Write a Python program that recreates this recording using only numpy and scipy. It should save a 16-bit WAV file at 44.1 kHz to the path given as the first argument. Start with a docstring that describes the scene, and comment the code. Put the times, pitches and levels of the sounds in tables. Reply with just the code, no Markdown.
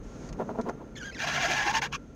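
"""Inside a slowly moving car, a wiper blade crosses a nearly dry windscreen.
The rubber swishes, and its judder knocks dully on the glass. The lip catches in a thin squeak,
then sticks and slips in a rough, rising squeal that breaks into two last scrapes.
The wiper motor's drone, engine hum and road rumble lie underneath."""
import sys
import numpy as np
from scipy import signal
from scipy.fft import rfft, irfft
from scipy.io import wavfile
from scipy.ndimage import uniform_filter1d

SR = 44100
rng = np.random.default_rng(int(sys.argv[2]) if len(sys.argv) > 2 else 0)


def unload_audio(sound):
    """Save the sound as a 16-bit wav file, at the path given as the first command line argument."""
    columns = np.transpose(np.atleast_2d(sound))
    # keep every value between -1 and 1, then stretch to whole-number steps
    steps = np.round(np.clip(columns, -1, 1) * 32767)
    wavfile.write(sys.argv[1], SR, steps.astype(np.int16))


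N = 94815
T = np.arange(N) / SR
CUTOFF_HZ = 15800


def scrape():
    """The pressed blade sticks and slips raggedly, at times falling into step as a squeal."""
    # Pressure on the blade. Each row: time in seconds, level in dB.
    pressure_db = [(1.18,-57),(1.198,-34.5),(1.246,-29.5),(1.262,-38),(1.274,-29),(1.328,-32.5),(1.376,-27),(1.396,-31.5),(1.456,-24.5),(1.482,-33.5),(1.512,-25.5),(1.552,-30),(1.592,-26.5),(1.634,-29),(1.644,-33.5),(1.68,-24.5),(1.712,-27.5),(1.726,-40.5),(1.75,-24),(1.776,-25),(1.792,-30.5),(1.81,-61),(1.82,-29),(1.83,-28),(1.868,-36),(1.886,-61.5),(1.912,-73),(1.927,-34),(1.958,-31.5),(1.985,-78)]
    # Stick-slip pitch at full grip. Each row: time in seconds, rate in Hz.
    slip_rate = [(1.2,700.2),(1.28,680),(1.38,675),(1.46,705),(1.53,744.6),(1.58,828.7),(1.61,790.1),(1.68,818.5),(1.7,841),(1.75,890.8),(1.78,881),(1.84,780),(1.92,1010),(1.96,1112)]
    # How much of the blade slips in step. 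Each row: time in seconds, share from 0 to 1.
    in_step = [(1.2,0),(1.275,0.17),(1.33,0),(1.385,0.36),(1.405,0.02),(1.455,0.43),(1.49,0.12),(1.58,0.23),(1.645,0.26),(1.69,0.73),(1.725,.3),(1.765,0.65),(1.83,.12),(1.95,.2)]
    # Tone of the squeal. Each row: frequency in Hz, gain in dB.
    squeal_eq = [(200,-20),(500,0.5),(850,3),(1700,-10),(2600,-15),(4000,-21),(6500,-13),(8000,-40)]
    # A shorter stretch of blade sings higher. Each row: time in seconds, relative level in dB.
    upper_db = [(1.22,-15),(1.45,-24),(1.65,-12),(1.8,-15),(1.88,-11.5)]
    # The rubber lip rings. Each row: time in seconds, pitch in Hz, relative level in dB.
    lip_ring = [(1.2,1500,-8.5),(1.245,1660,-4.5),(1.275,1700,-23),(1.32,1625,-0.5),(1.39,1620,-12),(1.52,1700,-16),(1.6,1684,3.5),(1.67,1700,-20),(1.83,1540,-9)]
    full_grip_db, rise_per_db, grip_s = -26, .01, .012
    before_lift = T < 1.9  # the blade lifts once before its last scrape
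    unloading_db = np.clip(full_grip_db - curve(pressure_db), 0, 10)
    hz = curve(slip_rate) * (1 + rise_per_db * unloading_db)  # slips quicken as the blade unloads
    lock = curve(in_step)
    ragged = rasp(hz, before_lift)
    pulses = slips(hz, jitter=.07 * (1 - lock), jitter_hz=504.3, top_hz=7850)
    flutter_db = 2.7 * (1.55 - lock) * band(0, width_hz=260)
    squeal = unit(colour(pulses, squeal_eq)) * amp(flutter_db - 2.5)
    upper = np.sqrt(2) * waver(1.21 * hz, wander=.094, wander_hz=482)
    upper *= amp(curve(upper_db)) * before_lift
    lip = waver(curve(lip_ring), wander=.0361, wander_hz=403)
    lip *= amp(curve(lip_ring, column=2)) * before_lift
    rough = cabin_echo(np.sqrt(1 - lock) * ragged + upper, wet_db=-7.5, t60=.035)
    blade = rough + np.sqrt(lock) * squeal + lip
    span = round(grip_s * SR)
    power = uniform_filter1d(uniform_filter1d(blade ** 2, span), span)
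    steady = blade / np.sqrt(power)  # the grip evens out the slips
    return steady * amp(curve(pressure_db)) * gate(pressure_db)


def rasp(hz, before_lift):
    """Three stretches of rubber slip out of step in a gritty rasp, hollower after the blade lifts."""
    # Tone before and after the lift. Each row: frequency in Hz, gain in dB.
    full_eq = [(100,-53),(400,-10),(620,-3),(760,-1),(1000,-2),(1250,-3.5),(1650,2),(2100,-3.5),(2700,-3.5),(3400,-10),(4500,-13),(5500,-13),(6500,-9.5),(7200,-22),(8000,-30),(10000,-37),(15500,-40.5)]
    hollow_eq = [(300,-20),(800,-6),(1130,2),(1400,1),(1640,-1),(2000,-26),(2400,1),(3100,-3),(3800,-18.5),(5000,-15.5),(6400,-12),(7600,-34.5),(15500,-47.5)]
    # Lows join in as the blade presses down. Each row: time in seconds, low-shelf gain in dB.
    lows_db = [(1.2,-35),(1.228,-3),(1.45,-3.5),(1.7,-12)]
    grit = sum(slips(hz, jitter=.2, jitter_hz=700.5) * amp(3 * band(0, width_hz=270)) for _ in range(3))
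    grit = patchy(grit, depth_db=2.8, hold_s=.008, width_hz=160)
    hiss = rng.standard_normal(N)
    friction = below(grit, hz=7600) + amp(3) * (hiss - below(hiss, hz=7000))
    voice = np.where(before_lift, unit(colour(friction, full_eq)), unit(colour(friction, hollow_eq)))
    return voice + (amp(curve(lows_db)) - 1) * below(voice, hz=1300)


def squeak():
    """The lip catches and sings in a thin gliding tone, breaking into chirps where it snags."""
    # The squeak's glide. Each row: time in seconds, pitch in Hz, level in dB.
    glide = [(.958,1750,-60),(.968,1744,-46.5),(.995,1788,-46.5),(1.029,1417,-41.5),(1.048,1600,-42),(1.07,1630,-42.5),(1.105,1550,-44),(1.114,1600,-62)]
    # Snags. Each row: start and length in seconds, first and last pitch in Hz, level in dB.
    snags = [(0.954,0.011,2290,2060,-47),(0.962,0.029,3504,3020,-45),(1.028,0.019,2150,2420,-53.5),(1.054,0.026,2120,1750,-52),(1.111,0.019,2320,1950,-51.5),(1.123,0.026,2510,2700,-47.5),(1.142,0.035,2160,1530,-43.5),(1.175,0.032,2653,1392,-40.5)]
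    # Tone of the squeak, its friction hiss and the chirps. Each row: frequency in Hz, gain in dB.
    squeak_eq = [(300,-25),(1500,10.5),(2200,0.5),(3200,-1),(4800,-11),(6500,-4),(8000,-16)]
    hiss_eq = [(400,-8),(1400,-3),(2400,1),(4500,-6.5),(6600,0),(8000,-16),(15500,-26)]
    chirp_eq = [(1600,4.5),(3400,-2),(6500,-8),(8000,-19)]
    tone = slips(curve(glide), jitter=.024, jitter_hz=800, top_hz=7800)
    tone *= amp(2.5 * band(0, width_hz=600))
    voice = patchy(colour(tone, squeak_eq), depth_db=2.2, hold_s=.008, width_hz=400)
    hiss = amp(-14) * patchy(noise(hiss_eq), depth_db=3, hold_s=.006, width_hz=250)
    out = (voice + hiss) * amp(curve(glide, column=2)) * gate(glide)
    for start, length, first_hz, last_hz, db in snags:
        progress = np.clip((T - start) / length, 0, 1)
        hz = first_hz * (last_hz / first_hz) ** progress
        chirp = slips(hz, jitter=.038, jitter_hz=900, top_hz=7800) * amp(3.5 * band(0, width_hz=500))
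        arch = 2 * np.sqrt(progress * (1 - progress))
        out += amp(db) * arch * (unit(colour(chirp, chirp_eq)) + hiss)
    return cabin_echo(out, wet_db=-13, t60=.04)


def knocks():
    """The juddering blade knocks on the glass and drags between blows; shorter contact is brighter."""
    # Blows. Each row: start in seconds, relative level in dB, contact time in milliseconds.
    hits = [(.3975,-25,0.51),(0.398,-29,0.2),(.403,-19,0.53),(0.4073,-26.5,0.23),(.4163,-22.5,0.4),(.421,-24.5,0.34),(0.4924,-21.5,0.33),(.511,-15.5,1),(.516,-23,0.79),(.558,-21.5,0.76),(.5875,-9.5,0.84),(.592,-26,0.31),(.5967,-12.5,0.79),(0.6011,-20.5,0.36),(.664,-19,0.63),(.669,-20,0.98),(.6895,-26.5,0.18),(0.6952,-21,0.12),(.7,-37,1)]
    # Ring of the glass and arm. Each row: frequency in Hz, level in dB, seconds to fall 60 dB.
    modes = [(242.6,-5.5,0.079),(433,-1.5,0.028),(647,0,0.018),(900,-5.5,0.011),(940,-7,0.034),(1335,-6.5,0.026),(1600,-34,.015)]
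    # Dragging rubber. Each row: start in seconds, length in seconds, level in dB.
    drags = [(0.375,0.07,-32.5),(0.475,0.053,-36),(0.538,0.035,-41),(0.561,0.062,-38),(0.643,0.086,-33.5),(0.784,0.069,-47)]
    # Damping by the glass, and tone of the drag. Each row: frequency in Hz, gain in dB.
    glass_eq = [(60,3),(200,-6),(450,-0.5),(700,3.5),(1000,-0.5),(1400,0),(1900,0),(2600,-10),(5000,-22)]
    drag_eq = [(100,-29),(250,7.5),(600,6),(950,3.5),(1400,-9.5),(2000,-25),(2800,-25.5),(8000,-44)]
    blows, t = np.zeros(N), T[:SR // 10]
    ring = sum(amp(db - 60 * t / t60) * np.cos(2 * np.pi * hz * t) for hz, db, t60 in modes)
    for start, db, contact_ms in hits:
        contact = 2000 * t / contact_ms
        push = contact * np.exp(-contact)  # force peaks halfway through the contact time
        add(blows, start, -amp(db - 3.5) * signal.fftconvolve(push / push.sum(), ring))
    rubbing = swells(drags) * noise(drag_eq)
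    return cabin_echo(colour(blows, glass_eq), wet_db=-9, t60=.07) + rubbing


def arm_shudder():
    """The arm shudders with a low note where the blade grips hard."""
    # Each row: start in seconds, length in seconds, level in dB.
    shudders = [(1.462,0.076,-36.5),(1.648,0.042,-34)]
    return swells(shudders) * waver(hz=353.8, wander=.0992, wander_hz=200)


def swish():
    """Rubber hisses over damp glass and flicks bits of grit that ring briefly."""
    # Fader of the swish. Each row: time in seconds, level in dB.
    swish_db = [(0,-77),(.04,-61),(.28,-55.5),(.32,-83),(.38,-63),(.48,-64.5),(.53,-65),(.66,-63.5),(.76,-71.5)]
    # Tone of the swish. Each row: frequency in Hz, gain in dB.
    swish_eq = [(300,-2),(1500,6.5),(3700,-4),(5000,-2),(6600,6),(7500,-9),(9000,-15.5),(15500,-35)]
    # Grit. Each row: start in seconds, level in dB, decay in seconds, ring in Hz.
    ticks = [(0.289,-48,0.0085,4400),(0.327,-45.5,0.0063,2600),(.612,-43.5,0.0039,4130),(0.688,-47,0.0057,5200),(0.696,-46,0.003,4200)]
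    attack_s = .00045
    hiss = noise(swish_eq)
    out = hiss * amp(curve(swish_db))
    for start, db, decay, hz in ticks:
        age = np.maximum(T - start, 0)
        envelope = (1 - np.exp(-age / attack_s)) * np.exp(-age / decay)
        ring = below(band(hz, width_hz=730), hz=7000)
        out += amp(db) * envelope * (hiss + amp(-3) * ring)
    return out


def wiper_motor():
    """The motor drones unsteadily as it takes the load."""
    # Each row: time in seconds, level in dB.
    drone_db = [(0,-53.5),(1.23,-61),(1.27,-44.5),(1.36,-44.5),(1.62,-51),(1.68,-60),(1.85,-49),(1.95,-44),(2.03,-63.5)]
    return amp(curve(drone_db)) * unit(waver(hz=144.2, wander=.078, wander_hz=58))


def car():
    """A bed of slowly settling cabin noise, body rumble, tyres on the road, engine and fan."""
    # Tone of the cabin and of the tyres. Each row: frequency in Hz, gain in dB.
    cabin_eq = [(20,-21),(45,-8),(100,-3),(180,-9.5),(290,-6),(370,-11.5),(450,-10.5),(700,-23),(1300,-33),(2000,-32.5),(5000,-43.5),(6500,-46),(8000,-50.5),(15500,-60)]
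    road_eq = [(30, -20.5), (85, -11.5), (135, -3.5), (240, -3), (350, -9), (460, -7.5),
               (700, -17.5), (1500, -27), (5000, -62)]
    # Faders of the deep rumble and the road. Each row: time in seconds, level in dB.
    rumble_db = [(0,-35.5),(.2,-60),(.32,-40),(.42,-60),(.8,-54),(2.15,-54.5)]
    road_db = [(0,-49.5),(.25,-43.5),(.45,-42),(.8,-45),(.95,-49),(1.45,-44),(1.6,-45),(1.8,-42.5),(2.1,-56)]
    # Steady engine and fan hums. Each row: centre in Hz, width in Hz, level in dB.
    hums = [(60,14,-55),(233,68,-54),(1369,55,-65),(6350,150,-75)]
    settle_db_per_s = 1.2
    air = amp(-49.5 - settle_db_per_s * T) * noise(cabin_eq)
    deep = band(hz=39.6, width_hz=22)
    rumble = amp(curve(rumble_db)) * (deep - below(deep, hz=27.5))
    road = amp(curve(road_db)) * noise(road_eq)
    return air + rumble + road + sum(amp(db) * band(hz, width) for hz, width, db in hums)


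def cabin_echo(x, wet_db, t60):
    """Adds short, dense reflections from glass and dashboard."""
    t = T[:SR // 8]
    reflections = rng.standard_normal(len(t)) * (rng.random(len(t)) < .1) * (t > .001)
    tail = reflections * amp(-60 * t / t60)
    wet = signal.fftconvolve(x, tail / np.linalg.norm(tail))[:N]
    return (x + amp(wet_db) * wet) / np.hypot(1, amp(wet_db))


def slips(hz, jitter, jitter_hz, top_hz=CUTOFF_HZ):
    """One sharp pulse each time the rubber lets go, at an unsteady rate."""
    rate = hz * np.exp(jitter * band(0, jitter_hz))
    phase = 2 * np.pi * (np.cumsum(rate) / SR + rng.random())
    return unit(sum(np.cos(k * phase) * np.clip((top_hz - k * rate) / 1000, 0, 1) for k in range(1, 21)))


def waver(hz, wander, wander_hz):
    """A tone whose pitch is never quite still."""
    return np.cos(2 * np.pi * np.cumsum(hz * (1 + wander * band(0, wander_hz))) / SR)


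def band(hz, width_hz):
    """Noise in one resonance; around 0 Hz it is a random wander."""
    f = np.fft.rfftfreq(N, 1 / SR)
    return unit(irfft(rfft(rng.standard_normal(N)) / (1 + np.square(2 * (f - hz) / width_hz)), N))


def noise(eq):
    """Coloured noise at rms 1."""
    return unit(colour(rng.standard_normal(N), eq))


def patchy(x, depth_db, hold_s, width_hz):
    """Lets short-lived peaks come and go across the spectrum."""
    size, hop = 512, 128
    spectrum = signal.stft(x, nperseg=size, noverlap=size - hop)[2]
    flicker = rng.standard_normal(spectrum.shape)
    for axis, steps in enumerate([width_hz * size / SR, hold_s * SR / hop]):
        pole = np.exp(-2 / steps)
        flicker = signal.filtfilt([1 - pole], [1, -pole], flicker, axis=axis, method="gust")
    spectrum *= amp(depth_db * unit(flicker))
    return unit(signal.istft(spectrum, nperseg=size, noverlap=size - hop)[1][:N])


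def colour(x, eq):
    """Minimum-phase EQ through (Hz, dB) points."""
    hz, db = np.transpose(eq)
    size = 4096
    log_hz = np.log(abs(np.fft.fftfreq(size, 1 / SR)) + 1)
    log_gain = np.log(amp(np.interp(log_hz, np.log(hz), db)))
    taps = np.fft.ifft(np.exp(np.conj(signal.hilbert(log_gain)))).real
    return signal.fftconvolve(x, taps[:size // 2])[:N]


def below(x, hz):
    """The part of a sound under hz."""
    return signal.sosfiltfilt(signal.butter(4, hz, fs=SR, output="sos"), x)


def swells(rows):
    """An envelope with one smooth rise and fall per row."""
    envelope = np.zeros(N)
    for start, length, db in rows:
        add(envelope, start, amp(db) * np.sin(np.pi * T[T < length] / length) ** 2)
    return envelope


def curve(rows, column=1):
    """One column of a table, joined over time."""
    rows = np.array(rows)
    return np.interp(T, rows[:, 0], rows[:, column])


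def gate(rows):
    """Open between a table's first and last times."""
    return (T > rows[0][0]) * (T < rows[-1][0])


def add(mix, start_s, sound):
    """Lays a sound into the mix."""
    part = mix[round(start_s * SR):][:len(sound)]
    part += sound[:len(part)]


def amp(db):
    """Decibels to gain."""
    return 10 ** (np.asarray(db) / 20)


def unit(x):
    """Scales to rms 1."""
    return x / np.sqrt(np.mean(x ** 2) + 1e-20)


def scene():
    """Wiper and car in mono, heard from behind the windscreen."""
    return (scrape() + squeak() + knocks() + arm_shudder() + swish() + wiper_motor() + car())[None]


def record(dry):
    """A steep low-pass trims the highest treble."""
    taps = signal.firwin(801, CUTOFF_HZ, window=("kaiser", 9), fs=SR)
    return signal.oaconvolve(dry, taps[None], "same")


dry = scene()
out = record(dry)
unload_audio(out)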